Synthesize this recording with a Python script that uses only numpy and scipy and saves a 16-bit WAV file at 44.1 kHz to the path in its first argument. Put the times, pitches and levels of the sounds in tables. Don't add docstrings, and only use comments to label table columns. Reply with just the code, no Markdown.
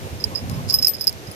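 import sys
import numpy as np
from scipy import signal
from scipy.fft import rfft, irfft, next_fast_len
from scipy.io import wavfile
from scipy.ndimage import map_coordinates

SR = 44100
rng = np.random.default_rng(int(sys.argv[2]) if len(sys.argv) > 2 else 0)


def bounce(signal):
    frames = np.transpose(np.atleast_2d(signal))
    limited = np.clip(frames, -1, 1)
    pcm = np.round(limited * 32767).astype(np.int16)
    wavfile.write(sys.argv[1], SR, pcm)


N = 59535
T = np.arange(N) / SR

# t/s, low/dB, middle/dB, top/dB (mode groups), t60 as a multiple of the free ring,
# upper mode's share of the low pair (0-1), rise/ms
STRIKES = [(.2, -26.5, -53, -48, 1.4, 0.45, 2.4), (.2402, -5, -27.5, -48, 0.23, 0, 0.52),
           (.35, -20.5, -43, -52, 0.56, 0, 1.2), (.3565, -7.5, -33, -50, 0.31, 0.05, 1.8),
           (.372, -19.5, -44, -45, 1.02, 0.47, 1.3), (.386, -36, -57, -54, 0.5, 0.3, 1),
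           (.513, -32, -33, -55, 0.44, .6, 0.86), (.534, -38, -51, -49, 2.2, 0.9, 2.8),
           (.6985, -6.5, -27, -27, 0.28, 0.38, 0.94), (.705, -5, -19, -23, 0.3, 0, 2.8),
           (.724, -11, -30, -30, 0.29, 0.5, 0.97), (.729, -21.5, -40, -21, 1.84, .9, 0.8),
           (.7405, -1, -5, -11.5, 0.41, 0.44, 1.23), (.7465, -12, -21.5, -12.5, 0.95, 0.94, 1.5),
           (.787, -7.5, -34, -20.5, 0.53, 0.94, 0.91), (.8145, -30, -33, -47, 2, .9, .8),
           (.8247, -7.5, -42, -18.5, 0.16, 0.65, 0.34), (.8275, -2.5, -36, -38, 0.46, 0.85, 0.64),
           (.8465, 2.5, -38, -23, 0.43, 1, 1.24), (.863, -13, -45, -48, 0.59, 1, 0.71),
           (.87, -0.5, -10.5, -13, 0.36, 0.45, 0.7), (.883, -29, -35, -4, 0.11, 1, 0.26),
           (0.891, -18.5, -27, -11, 0.77, 0.94, 1.1), (.9355, -23, -32, -30, 0.39, 0.24, 0.72),
           (.9425, -13.5, -29, -36, 0.42, 0.7, 2.3), (.949, -16, -31, -29, 0.36, 0.4, 1.4),
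           (.966, -27, -34, -39, 0.32, 0.46, 1), (.983, -32.5, -52, -55, .5, 0, 0.4),
           (.996, -30, -39, -50, 1.5, 0.6, 0.85), (1.0095, -11.5, -26, -25, 0.43, 0.53, 0.72),
           (1.013, -11, -39, -28.5, 0.81, 0.21, 1), (1.041, -14.5, -24, -29, 0.35, 0.44, 1),
           (1.07, -8.5, -38, -10.5, 0.34, 0, 0.43), (1.077, -6, -17.5, -39, 0.44, 0.13, 0.23),
           (1.093, -12.5, -24, -30, 0.26, 0.03, 0.67), (1.127, -27.5, -28, -28, 0.085, .2, 0.36),
           (1.271, -31.5, -48, -48, 0.66, 0.2, 0.92), (1.3125, -31.5, -28, -40, 0.43, 0.07, 1.7)]


def amp(db):
    return 10 ** (np.asarray(db) / 20)


def unit(x):
    return x / np.sqrt(np.mean(x ** 2) + 1e-20)


def along(points, hz):
    f, values = np.transpose(points)
    return np.interp(np.log(hz + 1), np.log(f + 1), values)


def curve(points):
    return np.interp(T, *np.transpose(points))


def pan(db):
    return amp(np.array([[db], [-db]]) / 2)


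def fade(t, t60_s):
    return (t >= 0) * np.exp(-np.log(1000) * np.abs(t) / t60_s)


def wobble(knots_per_s):
    return map_coordinates(rng.standard_normal(400), [T * knots_per_s], mode="mirror")


def filtered(x, response):
    size = next_fast_len(N + 8192)
    return irfft(rfft(x, size) * response(np.fft.rfftfreq(size, 1 / SR)), size)[..., :N]


def noise(*spectra):
    # f/Hz, correlation
    correlation = [(60, 0.13), (130, 0), (300, 1), (600, 0.98), (1400, 0.37), (3000, 0.18), (6000, 0),
                   (12000, 0.34)]

    def mid_side_gains(hz):
        angle = np.arccos(np.clip(along(correlation, hz), -1, 1)) / 2
        return amp(sum(along(points, hz) for points in spectra)) * [np.cos(angle), np.sin(angle)]

    mid, side = filtered(rng.standard_normal((2, N)), mid_side_gains)
    return unit(np.array([mid + side, mid - side]))


def bell(detune=0.001, spread_db=0.9, chatter_per_s=700, chatter_gain=0.12, chatter_decay_s=0.006):
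    low_hz = [5030, 5135, 5365]
    # level/dB, free t60/s, L-R/dB
    low_modes = [(-2.5, 0.091, -19.5), (0, 0.064, -7.5), (-24, 0.23, -5)]
    # f/Hz, level/dB, free
    # t60/s, L-R/dB
    middle_modes = [(2550, -23, .025, 0), (6300, -30, .3, 2), (10250, -1.5, .085, 7), (10680, -18, .1, 6)]
    top_modes = [(8185, -19, .14, 9), (12090, -6.5, .13, 21), (12190, -19, .05, 12), (14230, -31, .06, 10)]
    out, t = np.zeros((2, N)), T[:N // 5]
    for start_s, *levels_db, free, upper, rise_ms in STRIKES:
        upper = np.clip(upper, 0.01, 0.99)
        shares_db = 20 * np.log10([1 - upper, upper, 1])
        low = [(hz, db + share_db, t60_s, pan_db)
               for hz, share_db, (db, t60_s, pan_db) in zip(low_hz, shares_db, low_modes)]
        ring = 0
        for group_db, modes in zip(levels_db, (low, middle_modes, top_modes)):
            for hz, db, t60_s, pan_db in modes:
                pitch_hz = hz * (1 + detune * max(1 - free, 0) * rng.normal())
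                gain = amp(group_db + db + spread_db * rng.normal()) * pan(pan_db)
                ring = ring + gain * fade(t, t60_s * free) * np.sin(2 * np.pi * pitch_hz * t)
        onset = 1 - np.exp(-t * 1000 / rise_ms)
        rebounds = (rng.random(len(t)) < chatter_per_s / SR) * rng.standard_normal(len(t))
        contacts = chatter_gain * rebounds * np.exp(-t / chatter_decay_s)
        contacts[0] = 1
        start = round(start_s * SR)
        strike = signal.fftconvolve(ring * onset, contacts[None], axes=1)[:, :N - start]
        out[:, start:start + strike.shape[1]] += strike
    return out


def clicks(click_db=-20.5, click_t60_s=0.0025, scatter_db=-20.5, scatter_t60_s=0.045, soft_rise_ms=0.71):
    # t/s, level/dB
    ticks = [(0.4975, -27.5)]
    # f/Hz, level/dB
    spectrum = [(500, -51), (1800, -9.5), (2600, -1.5), (3500, -22), (4600, 9.5), (5600, 1), (7000, 0.5),
                (9000, -5), (12500, 4), (14000, -6), (16000, -36)]
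    power = sum((amp(db) * fade(T - start_s, t60_s=0.015)) ** 2 for start_s, db in ticks)
    for start_s, *levels_db, _, _, rise_ms in STRIKES:
        t = T - start_s
        envelope = amp(click_db) * fade(t, click_t60_s) + amp(scatter_db) * fade(t, scatter_t60_s)
        softness = 1 + (rise_ms / soft_rise_ms) ** 2
        power = power + np.sum(amp(levels_db) ** 2) * envelope ** 2 / softness
    return np.sqrt(power) * noise(spectrum) * pan(db=5)


def rolling(peak_s=0.703, sigma_s=0.011, level_db=-25, grains_per_s=2500):
    # f/Hz, level/dB
    spectrum = [(3000, -23), (4100, -15), (5000, 1.5), (5900, -16), (7000, -14), (8800, -27),
                (10500, -14.5), (11300, -18), (12300, -31), (14500, -44)]
    grains = (rng.random((2, N)) < grains_per_s / SR) * rng.standard_normal((2, N))
    scrape = unit(filtered(grains, lambda hz: amp(along(spectrum, hz))))
    swell = amp(level_db) * np.exp(-((T - peak_s) / sigma_s) ** 2 / 2)
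    return swell * scrape * pan(db=-3)


def near_reflections(x, wet_db=-14, t60_s=0.026):
    t = T[:N // 10]
    tail = rng.standard_normal((2, len(t))) * fade(t, t60_s)
    tail /= np.linalg.norm(tail, axis=1, keepdims=True)
    return x + amp(wet_db) * signal.fftconvolve(x, tail, axes=1)[:, :N]


def wind(flutter_db=0.84, hiss_db=-44):
    # t/s, level/dB
    buffet_levels = [(0.0, -39), (0.052, -31), (0.096, -42), (0.134, -30.5), (0.154, -36.5), (0.248, -35),
                     (0.266, -31.5), (0.356, -34.5), (0.368, -37.5), (0.428, -30), (0.462, -28), (0.5, -23),
                     (0.612, -30), (0.63, -32), (0.68, -26.5), (0.728, -35), (0.83, -35), (0.898, -47.5),
                     (0.946, -39), (1.06, -44.5), (1.082, -35.5), (1.262, -45), (1.288, -33.5), (1.35, -49)]
    breeze_levels = [(0.0, -39), (0.432, -38), (0.506, -36), (0.976, -43), (1.35, -39.5)]
    # f/Hz, level/dB
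    buffet_spectrum = [(15, -50), (25, -46), (64, -9), (91, -2.5), (184, -11.5), (300, -14), (390, -42),
                       (660, -120)]
    buffet_tilt = [(250, 10), (500, -43), (1000, -38)]
    breeze_spectrum = [(100, -25), (200, -24.5), (300, -2), (520, -1.5), (750, -7), (1000, -10.5),
                       (1400, -16.5), (2500, -16.5), (5000, -26)]
    hiss_spectrum = [(300, 2), (1000, -2), (1600, 2.5), (2600, 0), (4000, -0.5), (6000, -1), (9000, -13),
                     (13500, -9), (14300, -29), (14700, -25)]
    buffet = amp(curve(buffet_levels)) * noise(buffet_spectrum, buffet_tilt) * pan(db=-2.5)
    breeze_db = curve(breeze_levels) + flutter_db * wobble(knots_per_s=14.1)
    breeze = amp(breeze_db) * noise(breeze_spectrum) * pan(db=-0.5)
    hiss = amp(hiss_db) * noise(hiss_spectrum) * pan(db=-1)
    return buffet + breeze + hiss


def thumps(crest_s=0.005):
    # t/s, level/dB, f/Hz
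    knocks = [(.126, -32.5, 114), (0.572, -19, 120), (1.284, -33, 104.4)]
    out = 0
    for start_s, db, hz in knocks:
        t = np.maximum(T - start_s, 0)
        envelope = t / crest_s * np.exp(1 - t / crest_s)
        out = out + amp(db) * envelope * np.sin(2 * np.pi * hz * t)
    return out * pan(db=-4)


def far_chirps(blur_rad=1.94, sigma_s=0.018):
    # t/s, f/Hz, level/dB
    chirps = [(.33, 1018, -39.5), (0.514, 1090, -40), (.592, 1075, -37), (.74, 1100, -36.5)]
    out = 0
    for peak_s, hz, db in chirps:
        phase = 2 * np.pi * hz * T + blur_rad * wobble(knots_per_s=160)
        envelope = np.exp(-((T - peak_s) / sigma_s) ** 2 / 2)
        out = out + amp(db) * envelope * np.sin(phase)
    return out


def scene():
    return near_reflections(bell()) + clicks() + rolling() + far_chirps() + wind() + thumps()


def record(dry):
    # f/Hz, level/dB
    roll_off = [(14200, 0), (14700, -8), (15400, -22)]
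    lag_s, top_hz = 0.000315, 15493
    ports = filtered(dry, lambda hz: np.exp(1j * np.pi * hz * lag_s * np.array([[1], [-1]])))
    return filtered(np.clip(ports, -1, 1), lambda hz: amp(along(roll_off, hz)) * (hz < top_hz))


dry = scene()
out = record(dry)
bounce(out)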